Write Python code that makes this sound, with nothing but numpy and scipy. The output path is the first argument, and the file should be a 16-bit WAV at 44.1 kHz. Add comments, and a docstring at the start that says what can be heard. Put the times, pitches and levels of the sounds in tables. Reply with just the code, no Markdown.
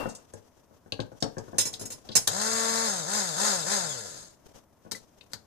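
"""A knock is fading as a stick blender goes down onto dry snacks in a ceramic mug: dull bumps and snapping pieces.
Then it clinks against the mug wall, each hit bouncing to the other side. Lifted clear, its motor runs in one long
and three short bursts: shaft tones whine, the loose shaft rattles, and brushes whistle as it coasts to a stop.
A soft bump and a few plastic clicks follow. The hand rubs the grip in the still air of a small kitchen.
Knocks and pings are fading sines; snaps, clinks, clicks, rattle, rubbing and air are shaped noise."""
import sys
import numpy as np
from scipy import signal
from scipy.fft import rfft, irfft
from scipy.io import wavfile
from scipy.ndimage import uniform_filter1d

SR = 44100
rng = np.random.default_rng(int(sys.argv[2]) if len(sys.argv) > 2 else 0)


def wrap_up_sound(samples):
    """Save the sound to the file named by the first command line argument, as 16-bit audio."""
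    columns = np.atleast_2d(samples).T
    # keep every value between -1 and 1, then stretch to whole-number steps
    tamed = np.clip(columns, -1, 1)
    steps = np.round(tamed * 32767).astype(np.int16)
    wavfile.write(sys.argv[1], SR, steps)


N = 240820
TIME = np.arange(N) / SR
SIZE = 2 ** 19  # FFT length, samples
HZ = np.maximum(np.arange(SIZE // 2 + 1) * SR / SIZE, 1)


def from_db(db):
    """Turn decibels into a gain."""
    return 10 ** (np.asarray(db) / 20)


def rms_of(x):
    """Root mean square, the usual measure of strength."""
    return np.sqrt(np.mean(np.abs(x) ** 2))


def rms_one(x):
    """Scale to unit power."""
    return x / (rms_of(x) + 1e-20)


def at_hz(points, hz):
    """Read levels between the listed frequencies, on a log-frequency axis."""
    points = np.array(points)
    return np.interp(np.log(hz), np.log(points[:, 0]), points[:, 1])


def pan(balance_db):
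    """Left and right gains of constant power, from left minus right in dB."""
    gains = from_db(np.array([[.5], [-.5]]) * balance_db)
    return gains / np.sqrt(np.mean(gains ** 2, axis=0))


def drift(rate):
    """Random wandering: straight lines between random values of spread 1, `rate` values per second."""
    knots = rng.standard_normal(N // 20)
    return np.interp(TIME * rate, np.arange(len(knots)), knots)


def body(x, spectrum, peaks=()):
    """Causal filter of unit power: a broad colour with ringing resonances on top."""
    # folding the cepstrum gives a filter that never sounds before its input
    cepstrum = irfft(np.log(from_db(at_hz(spectrum, HZ))))
    response = np.exp(rfft(2 * cepstrum[:SIZE // 2], SIZE))
    resonances = sum((from_db(db) - 1) / (1 + 2j * (HZ - hz) / width) for hz, width, db in peaks)
    response = response * (1 + resonances)
    return irfft(rfft(x, SIZE) * response / rms_of(response))[..., :N]


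def burst(s, level_db, decay, grit_db=-1.5):
    """A contact: a quickly dying shower of uneven tiny impacts, its level taken over 25 ms."""
    age = TIME[:SR // 5]
    # the strength changes every 20 samples
    grit = np.repeat(rng.standard_normal(len(age)), 20)[:len(age)]
    impacts = rng.standard_normal(len(age)) * from_db(grit_db * grit)
    shower = impacts * np.exp(-age / decay) * (1 - np.exp(-age / 0.0019))
    out = np.zeros(N + SR)
    start = max(int(s * SR), 0)
    out[start:start + len(age)] = from_db(level_db) * rms_one(shower) * np.sqrt(.025 * SR / len(age))
    return out[:N]


def contacts(table, colour, peaks=()):
    """Hard contacts sounding through one body."""
    hits = sum(pan(balance) * burst(s, db, decay) for s, db, decay, balance in table)
    return body(hits, colour, peaks)


KITCHEN_T60_S, NEAR_T60_S, LEFT_LAG_S = 0.24, 0.079, .00048


def kitchen(x, near_db, far_db, wall_hz=9000):
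    """Direct sound, later on the left, plus table reflections and a duller room tail unlike in each ear."""
    age = TIME[:SR // 2]

    def tail(t60):
        noise = rng.standard_normal((2, len(age)))
        return rms_one(noise * from_db(-60 * age / t60) * (age > .002))

    near = tail(NEAR_T60_S)
    far = signal.lfilter(*signal.butter(1, wall_hz, fs=SR), tail(KITCHEN_T60_S))
    echoes = (from_db(near_db) * near + from_db(far_db) * far) / np.sqrt(len(age))
    # the direct sound
    echoes[0, int(LEFT_LAG_S * SR)] += 1
    echoes[1, 0] += 1
    echoes /= np.sqrt(np.sum(echoes ** 2) / 2)
    return signal.fftconvolve(x * np.ones((2, 1)), echoes, axes=1)[:, :N]


# button held: (start time [s], end time [s], extra rattle at full speed [dB])
PRESSES = [(2.275, 2.853, 0), (3.053, 3.17, 1), (3.3502, 3.4713, 5.3), (3.6483, 3.7377, 4)]
# shaft: top speed and first kick (turns per s), spin-up time, air drag time
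FULL_HZ, KICK_HZ, SPIN_UP_S, DRAG_S = 226.14, 67, .0571, .932
FRICTION_HZ_PER_S = 199.3  # bearing friction: turns per s lost each s


def shaft_speed():
    """Turns per second: a press pulls the shaft towards top speed, then drag and friction slow it."""
    speed = np.zeros(N)
    brake = FRICTION_HZ_PER_S * DRAG_S
    for on, off, _ in PRESSES:
        gap = FULL_HZ - max(np.interp(on, TIME, speed), KICK_HZ)
        spinning_up = FULL_HZ - gap * np.exp(-np.abs(TIME - on) / SPIN_UP_S)
        speed = np.where(TIME > on, spinning_up, speed)
        coasting = (np.interp(off, TIME, speed) + brake) * np.exp(-np.abs(TIME - off) / DRAG_S) - brake
        speed = np.where(TIME > off, coasting, speed)
    return np.maximum(speed, 1e-3)


# rattle: level at full speed, loss per turn per s below it; the shaft whips above WHIP_HZ, settles below SETTLE_HZ
SHAKE_DB, SHAKE_DB_PER_HZ, WHIP_HZ, SETTLE_HZ = -29, 0.0969, 154, 43.5
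JOLT_DB, JOLT_S = 14, 0.017  # the jolt of starting from rest


def shaking(speed):
    """Rattle in dB: it grows with speed, more in some presses once the shaft whips, and jumps at the start."""
    extra_db = np.zeros(N)
    for on, _, db in PRESSES:
        extra_db[TIME > on] = db
    whipping = np.clip((speed - WHIP_HZ) / (FULL_HZ - WHIP_HZ), 0, 1) ** 0.63
    jolt_db = JOLT_DB * np.exp(-np.abs(TIME - PRESSES[0][0]) / JOLT_S)
    return SHAKE_DB - SHAKE_DB_PER_HZ * (FULL_HZ - speed) + extra_db * whipping + jolt_db


# shaft tones at full speed: (multiple of shaft rate, level [dB])
SHAFT_TONES = [(1, -32), (2, -41.5), (3, -44.5), (4, -41), (5, -43), (6, -48.5), (7, -47), (8, -49.5),
               (9, -52.5), (10, -57.5)]
# how the housing radiates shaft tones: (frequency [Hz], level [dB])
HOUSING = [(80, -9.5), (150, -2.5), (225, -4), (300, -10), (390, -3), (450, 2), (570, 5), (680, 2),
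           (820, 3), (905, 4), (1130, 3), (2300, 4)]
# side on which motor sound is stronger: (frequency [Hz], left minus right [dB])
MOTOR_BALANCE = [(200, 5), (420, 12.5), (1000, 10.5), (2500, 8.5), (3900, 10), (5000, 10), (6000, -0.5),
                 (8000, 3), (12000, 6)]


def shaft_tones(speed, pace, angle, torque, shaking_db, usual_db=-31, flutter_db=1.0):
    """Imbalance hums at the shaft rate; the overtones flutter and grow with the rattle."""
    tones = 0
    for k, db in SHAFT_TONES:
        if k == 1:
            force = pace ** 2.5
        else:
            swell_db = 0.71 * (shaking_db - usual_db) + flutter_db * drift(70)
            force = np.sqrt(pace) * torque * from_db(swell_db)
        radiated = from_db(db + at_hz(HOUSING, k * speed))
        wave = np.sin(k * angle + rng.uniform(0, 2 * np.pi))
        tones = tones + force * radiated * wave * pan(at_hz(MOTOR_BALANCE, k * speed))
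    return tones


# brush whistle while coasting: (multiple of shaft rate, level [dB])
BRUSH_TONES = [(24, -43), (48, -36.5)]


def brush_whistle(speed, angle, powered):
    """The brushes sing on the commutator as it slows through a narrow range of speed."""
    near_singing_speed = np.exp(-((speed - 153) / 19) ** 2)  # turns per s
    singing = (1 - powered) * near_singing_speed * from_db(3 * drift(60))
    return singing * pan(15.0) * sum(from_db(db) * np.sin(k * angle) for k, db in BRUSH_TONES)


# colour of the low buzz: (frequency [Hz], level [dB per Hz])
BUZZ = [(40, -35.5), (150, -2), (330, -10), (520, 1.5), (800, 0), (1200, -7), (1550, -4), (2000, -2.5),
        (2800, -14), (4500, -34.5)]
# colour of the bright rattle: (frequency [Hz], level [dB per Hz])
RATTLE = [(1500, -36), (3050, -15), (3800, -12), (4800, -1.5), (5800, -5.5), (6600, -2.5), (7600, -6),
          (9000, -4.5), (11000, -13), (12500, -13.5), (14500, -33.5)]
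# shaft and guard resonances: (frequency [Hz], width [Hz], level [dB])
GUARD = [(1520, 280, 11), (3800, 440, 12), (4280, 50, 4.5), (4974, 540, 6), (6520, 290, 9.5),
         (7280, 620, 9.5)]


def shaft_rattle(pace, angle, torque, strength, beat=0.3, whirl=0.056, grain_db=2.5, buzz_db=-5.0, rattle_db=2):
    """The loose shaft strikes its bearing unevenly on every turn and whirls round once in three."""
    strikes = np.exp(beat * np.cos(angle) + whirl * np.cos(angle / 3))
    blows = strength * rms_one(torque * strikes * from_db(grain_db * drift(500)))
    buzz = from_db(buzz_db) * body(blows * pace ** 0.1 * rng.standard_normal(N), BUZZ, GUARD)
    rattle = from_db(rattle_db) * body(blows * rng.standard_normal(N), RATTLE, GUARD)
    return irfft(rfft(buzz + rattle, SIZE) * pan(at_hz(MOTOR_BALANCE, HZ)))[:, :N]


MAINS_HZ = 60


def motor(ripple=0.78, wobble=0.0014):
    """Shaft tones, brush whistle and a rattle that beats with each turn and with the mains."""
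    speed = shaft_speed()
    shaking_db = shaking(speed)
    turning = 1 - np.exp(-(speed / SETTLE_HZ) ** 3)
    pace = turning * speed / speed.max()
    held = sum(1. * ((TIME > on) & (TIME < off)) for on, off, _ in PRESSES)
    powered = uniform_filter1d(held, size=900)
    angle = 2 * np.pi * np.cumsum(speed * (1 + wobble * drift(200))) / SR
    # torque comes in mains pulses while the button is held, strongest while the shaft gathers speed
    effort = powered * np.clip(1 - speed / FULL_HZ, 0, 1) ** 0.28
    torque = 1 + ripple * effort * np.cos(2 * np.pi * MAINS_HZ * TIME)
    tones = shaft_tones(speed, pace, angle, torque, shaking_db)
    whine = tones + brush_whistle(speed, angle, powered)
    clatter = shaft_rattle(pace, angle, torque, turning * from_db(shaking_db))
    return kitchen(clatter, near_db=1.0, far_db=-5) + kitchen(whine, near_db=-14, far_db=-13)


# the guard hits the mug wall and bounces to the other side:
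# (time [s], level [dB], left minus right [dB], bounce delay [s], bounce level above the hit [dB])
CLINKS = [(1.582, -19.5, 0, 0.02, -6), (1.653, -31, 0.5, 0.014, -4.5), (1.728, -43, -0.5, .011, -4),
          (1.794, -43, -2, 0.016, 4), (1.853, -38.5, 4, 0.0097, -13.5), (1.902, -39.5, 2, 0.016, 0.5),
          (2.153, -18, -8.5, 0.0099, -1.5)]
# a hit dies quickly; a bounce chatters for a share of its flight time
CLINK_DECAY_S, CHATTER_SHARE = 0.0035, 0.48


def wall_hits():
    """Each clink and its bounce off the opposite wall, as (time [s], level [dB], decay [s], balance [dB])."""
    hits, bounces = [], []
    for s, db, side, flight, bounce_db in CLINKS:
        hits.append((s, db, CLINK_DECAY_S, side))
        bounces.append((s + flight, db + bounce_db, CHATTER_SHARE * flight, -side))
    return hits + bounces


# ringing tones of the mug wall: (frequency [Hz], level above the broad colour [dB])
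MUG = [(1997, 10), (2735, 10), (4037, 9), (5120, 13), (5329, 14), (6444, 12), (6740, 8), (8473, 7),
       (8694, 11), (9254, 12), (10275, 20), (11450, 9), (12510, 10), (13160, 11), (13850, 10)]
# broad colour of the clinks: (frequency [Hz], level [dB per Hz])
CLINK_COLOUR = [(60, -38), (250, -22), (900, -9), (2000, -12.5), (3300, -13), (5000, -7), (7000, 2),
                (9000, -6), (11000, -10.5), (14500, -14.5)]


def clinks(mug_width_hz=24):
    """Hard hits set off the narrow resonances of the ceramic wall."""
    wall = [(hz, mug_width_hz, db) for hz, db in MUG]
    return kitchen(contacts(wall_hits(), CLINK_COLOUR, wall), near_db=2.5, far_db=-2.5)


# the mug pings: (time [s], frequency [Hz], level [dB], time to fall 60 dB [s])
PINGS = [(0, 2740, -38, 0.34), (4.949, 2000, -36, 0.076)]


def pings():
    """A light touch leaves one mode of the mug wall ringing."""
    out = 0
    for s, hz, db, t60 in PINGS:
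        fade = from_db(db - 60 * np.abs(TIME - s) / t60)
        out = out + (TIME > s) * fade * np.sin(2 * np.pi * hz * (TIME - s))
    return pan(15) * out


# button and handle plastic: (time [s], level [dB], decay [s], left minus right [dB])
CLICKS = [(2.2725, -25.5, 0.0032, -4), (2.275, -22.5, 0.0017, 9), (4.912, -40, .003, 1),
          (4.9165, -34, 0.0028, 35), (4.95, -44.5, 0.017, 3), (5.315, -57, 0.0088, 20),
          (5.3335, -37.5, 0.00033, 8.5)]
# colour of the plastic: (frequency [Hz], level [dB per Hz])
CLICK_COLOUR = [(60, -27.5), (800, -5.5), (1600, -4), (2800, -14), (4000, 1.5), (5500, 0.5), (6800, 2),
                (9000, -3), (12000, -8), (14500, -15)]


def clicks():
    """Short contacts sound through the plastic of button and handle."""
    return kitchen(contacts(CLICKS, CLICK_COLOUR), near_db=-2.0, far_db=-8)


# dull bumps, mostly the guard coming down on the snacks:
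# (time [s], level [dB], second touch above the first [dB])
KNOCKS = [(0.055, -29, -34), (0.336, -40.5, -16), (0.708, -55, -10), (0.859, -50.5, -13),
          (0.922, -35.5, -34), (0.991, -28.5, -39), (1.116, -45, -10), (1.223, -25.5, -6.5),
          (1.367, -34.5, -1), (1.478, -44.5, -14), (1.53, -39, 0), (1.81, -39, -9.5), (2.089, -40.5, -3.5),
          (4.848, -50.5, 2.5)]
SECOND_TOUCH_S = .013  # a bump settles with a second touch this much later
# hard contacts thud too: level under a -19.5 dB clink or click, and dB of thud per dB of contact
CLINK_THUD_DB, CLICK_THUD_DB, THUD_FOLLOWS = -32, -34.5, 0.64


def thuds():
    """All dull blows as (time [s], level [dB]): bumps, second touches, and the weight behind clinks and clicks."""
    rows = []
    for s, db, again_db in KNOCKS:
        rows += [(s, db), (s + SECOND_TOUCH_S, db + again_db)]
    for table, thud_db in ((CLINKS, CLINK_THUD_DB), (CLICKS, CLICK_THUD_DB)):
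        rows += [(s, thud_db + THUD_FOLLOWS * (db + 19.5)) for s, db, *_ in table]
    return rows


# dull thud tones under bumps, clinks and clicks: (frequency [Hz], level [dB], time to fall 60 dB [s])
THUD = [(107.9, -15, 0.15), (149.7, -10, 0.051), (239.6, -0.5, 0.036), (346, -12.5, 0.036),
        (467, -3, 0.057), (627, -3, 0.038), (834, -8, 0.026), (1104, -14.5, 0.033), (1492, -8, 0.021),
        (1700, -21, 0.034)]


def knocks(pitch_spread=0.067, crush_db=-10, crush_hz=550, crush_s=0.0089):
    """Each blow sounds the dull thud tones, every one with a strength of its own, over a brief dull crush."""
    age = TIME[:SR // 4]
    out = np.zeros(N + SR)
    soft = signal.butter(2, crush_hz, fs=SR)
    for s, db in thuds():
        ring = 0
        for k, (hz, level, t60) in enumerate(THUD):
            fade = from_db(level + rng.normal(0, 1.4) - 60 * age / t60)
            wave = np.sin(2 * np.pi * hz * rng.normal(1, pitch_spread) * age)
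            ring = ring + fade * wave * (-1) ** k
        crush = signal.lfilter(*soft, rng.standard_normal(len(age)) * np.exp(-age / crush_s))
        blow = rms_one(ring) + from_db(crush_db) * rms_one(crush)
        soft_start = 1 - np.exp(-age / 0.0023)
        start = int(s * SR)
        out[start:start + len(age)] += from_db(db - 11.5) * rms_one(blow * soft_start)
    return kitchen(out[:N] * pan(8.4), near_db=-7.5, far_db=0.0)


# each bump crushes a few crumbs: spread of delay, level relative to the bump, decay, centre
CRUMBS_AFTER_S, CRUMBS_DB, CRUMBS_DECAY_S, CRUMBS_HZ = .015, -25, .007, 6150


def crumbs(spread_db=2):
    """One faint crackle just after each bump, of random delay, strength, size and side."""
    rows = []
    for s, db, _ in KNOCKS:
        late, hard, size, side = rng.standard_normal(4)
        when = s + CRUMBS_AFTER_S * abs(late)
        level_db = db + CRUMBS_DB + spread_db * hard
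        rows.append((when, level_db, CRUMBS_DECAY_S, CRUMBS_HZ * 2 ** (size / 10), spread_db * side))
    return rows


# pieces snap or crunch; the last row (5.209 s) is a light plastic tick of the handle:
# (time [s], level [dB], decay [s], centre [Hz], left minus right [dB])
SNAPS = [(0.087, -43.5, 0.017, 6800, 1), (0.149, -43, 0.0095, 7100, 0.5), (0.336, -49, 0.0019, 7500, 0),
         (0.9215, -33, 0.00045, 3790, 9), (1.0022, -40, 0.00019, 3880, 9),
         (1.203, -47.5, 0.012, 6450, -15.5), (1.224, -28.5, 0.0018, 5180, 4),
         (1.2257, -43, 0.0016, 3220, 12), (1.382, -45, .002, 5660, -6), (1.595, -37, 0.021, 3360, 6),
         (1.738, -38.5, 0.0015, 4470, 9), (2.088, -44.5, 0.0022, 3640, 9), (2.113, -41.5, 0.02, 4340, 0.5),
         (5.209, -54, 0.0019, 3200, 14.5)]


def snaps(sharpness=1.87, splinter_db=-11, shade_hz=9000):
    """Dry pieces break: a clack pitched by size over a fainter spray; a handle tick is made the same way."""
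    out = 0
    for s, db, decay, hz, balance in SNAPS + crumbs():
        crack = burst(s, db, decay)
        piece = signal.iirpeak(hz, sharpness, fs=SR)
        spray = signal.lfilter(*piece, crack)
        clack = signal.lfilter(*piece, spray)
        snap = rms_one(clack) + from_db(splinter_db) * rms_one(spray)
        out = out + pan(balance) * rms_of(crack) * rms_one(snap)
    # for pieces in the mug, its wall shades the highest treble; the handle tick is softened alike
    shade = signal.butter(1, shade_hz, fs=SR, output="sos")
    return kitchen(signal.sosfilt(shade, out), near_db=-3, far_db=-8.0)


# the hand slides on the grip: (middle time [s], half length [s], level [dB])
SLIDES = [(0.314, 0.27, -64.5), (1.765, 0.6, -57), (4.2, 0.17, -58), (4.485, 0.028, -56),
          (4.567, 0.047, -56), (5.151, 0.35, -67)]
GRIP_DB = -73  # faint rubbing of the hand at rest


def sliding():
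    """Strength of the rubbing: each slide swells and fades over the resting grip."""
    slides = sum(from_db(db) * np.exp(-((TIME - s) / half) ** 2) for s, half, db in SLIDES)
    return from_db(GRIP_DB) + slides


# colour of the rubbing: (frequency [Hz], level [dB per Hz])
RUB_COLOUR = [(150, 7.5), (600, 6), (2200, -10.5), (3200, -8), (4300, -11), (6100, -3.5), (7200, -10),
              (8100, -12), (10000, -15), (14500, -19)]


def rubbing():
    """The hand rubs the grip: coloured noise of uneven strength."""
    noise = body(rng.standard_normal((2, N)), RUB_COLOUR)
    return sliding() * from_db(4.4 * drift(75)) * noise * pan(5.4)


def fading_knock(boom_db=-31, boom_t60=0.4):
    """The room is still booming from a knock just before: dull noise dying away."""
    colour = [(60, 5), (450, 7.5), (1100, 4.0), (2500, -13.0), (12000, -23.0)]  # (Hz, dB per Hz)
    boom = body(rng.standard_normal((2, N)), colour)
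    return pan(7.2) * from_db(boom_db - 60 * TIME / boom_t60) * boom


# colour of the still air: (frequency [Hz], level [dB per Hz])
AIR = [(25, -11.5), (55, -13), (80, 3), (110, -4.5), (300, -5.5), (450, -11.5), (620, -5.5), (800, -16),
       (950, -10), (1200, -16.5), (2500, -29.5), (4500, -38), (15000, -31)]
AIR_DB = -64.5


def still_air():
    """Quiet coloured noise, partly shared by both ears, its level wandering a little."""
    noise = rng.standard_normal(N) + .5 * rng.standard_normal((2, N))
    return from_db(AIR_DB + drift(30)) * body(noise, AIR) * pan(2.6)


def scene():
    """The motor, the contacts, the rubbing hand, a fading knock and still air."""
    touches = clinks() + pings() + clicks() + knocks() + snaps()
    return motor() + touches + rubbing() + fading_knock() + still_air()


CUTOFF_HZ = 14900


def record(dry):
    """The top is cut steeply."""
    return signal.sosfilt(signal.ellip(10, .2, 80, CUTOFF_HZ, fs=SR, output="sos"), dry)


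dry = scene()
out = record(dry)
wrap_up_sound(out)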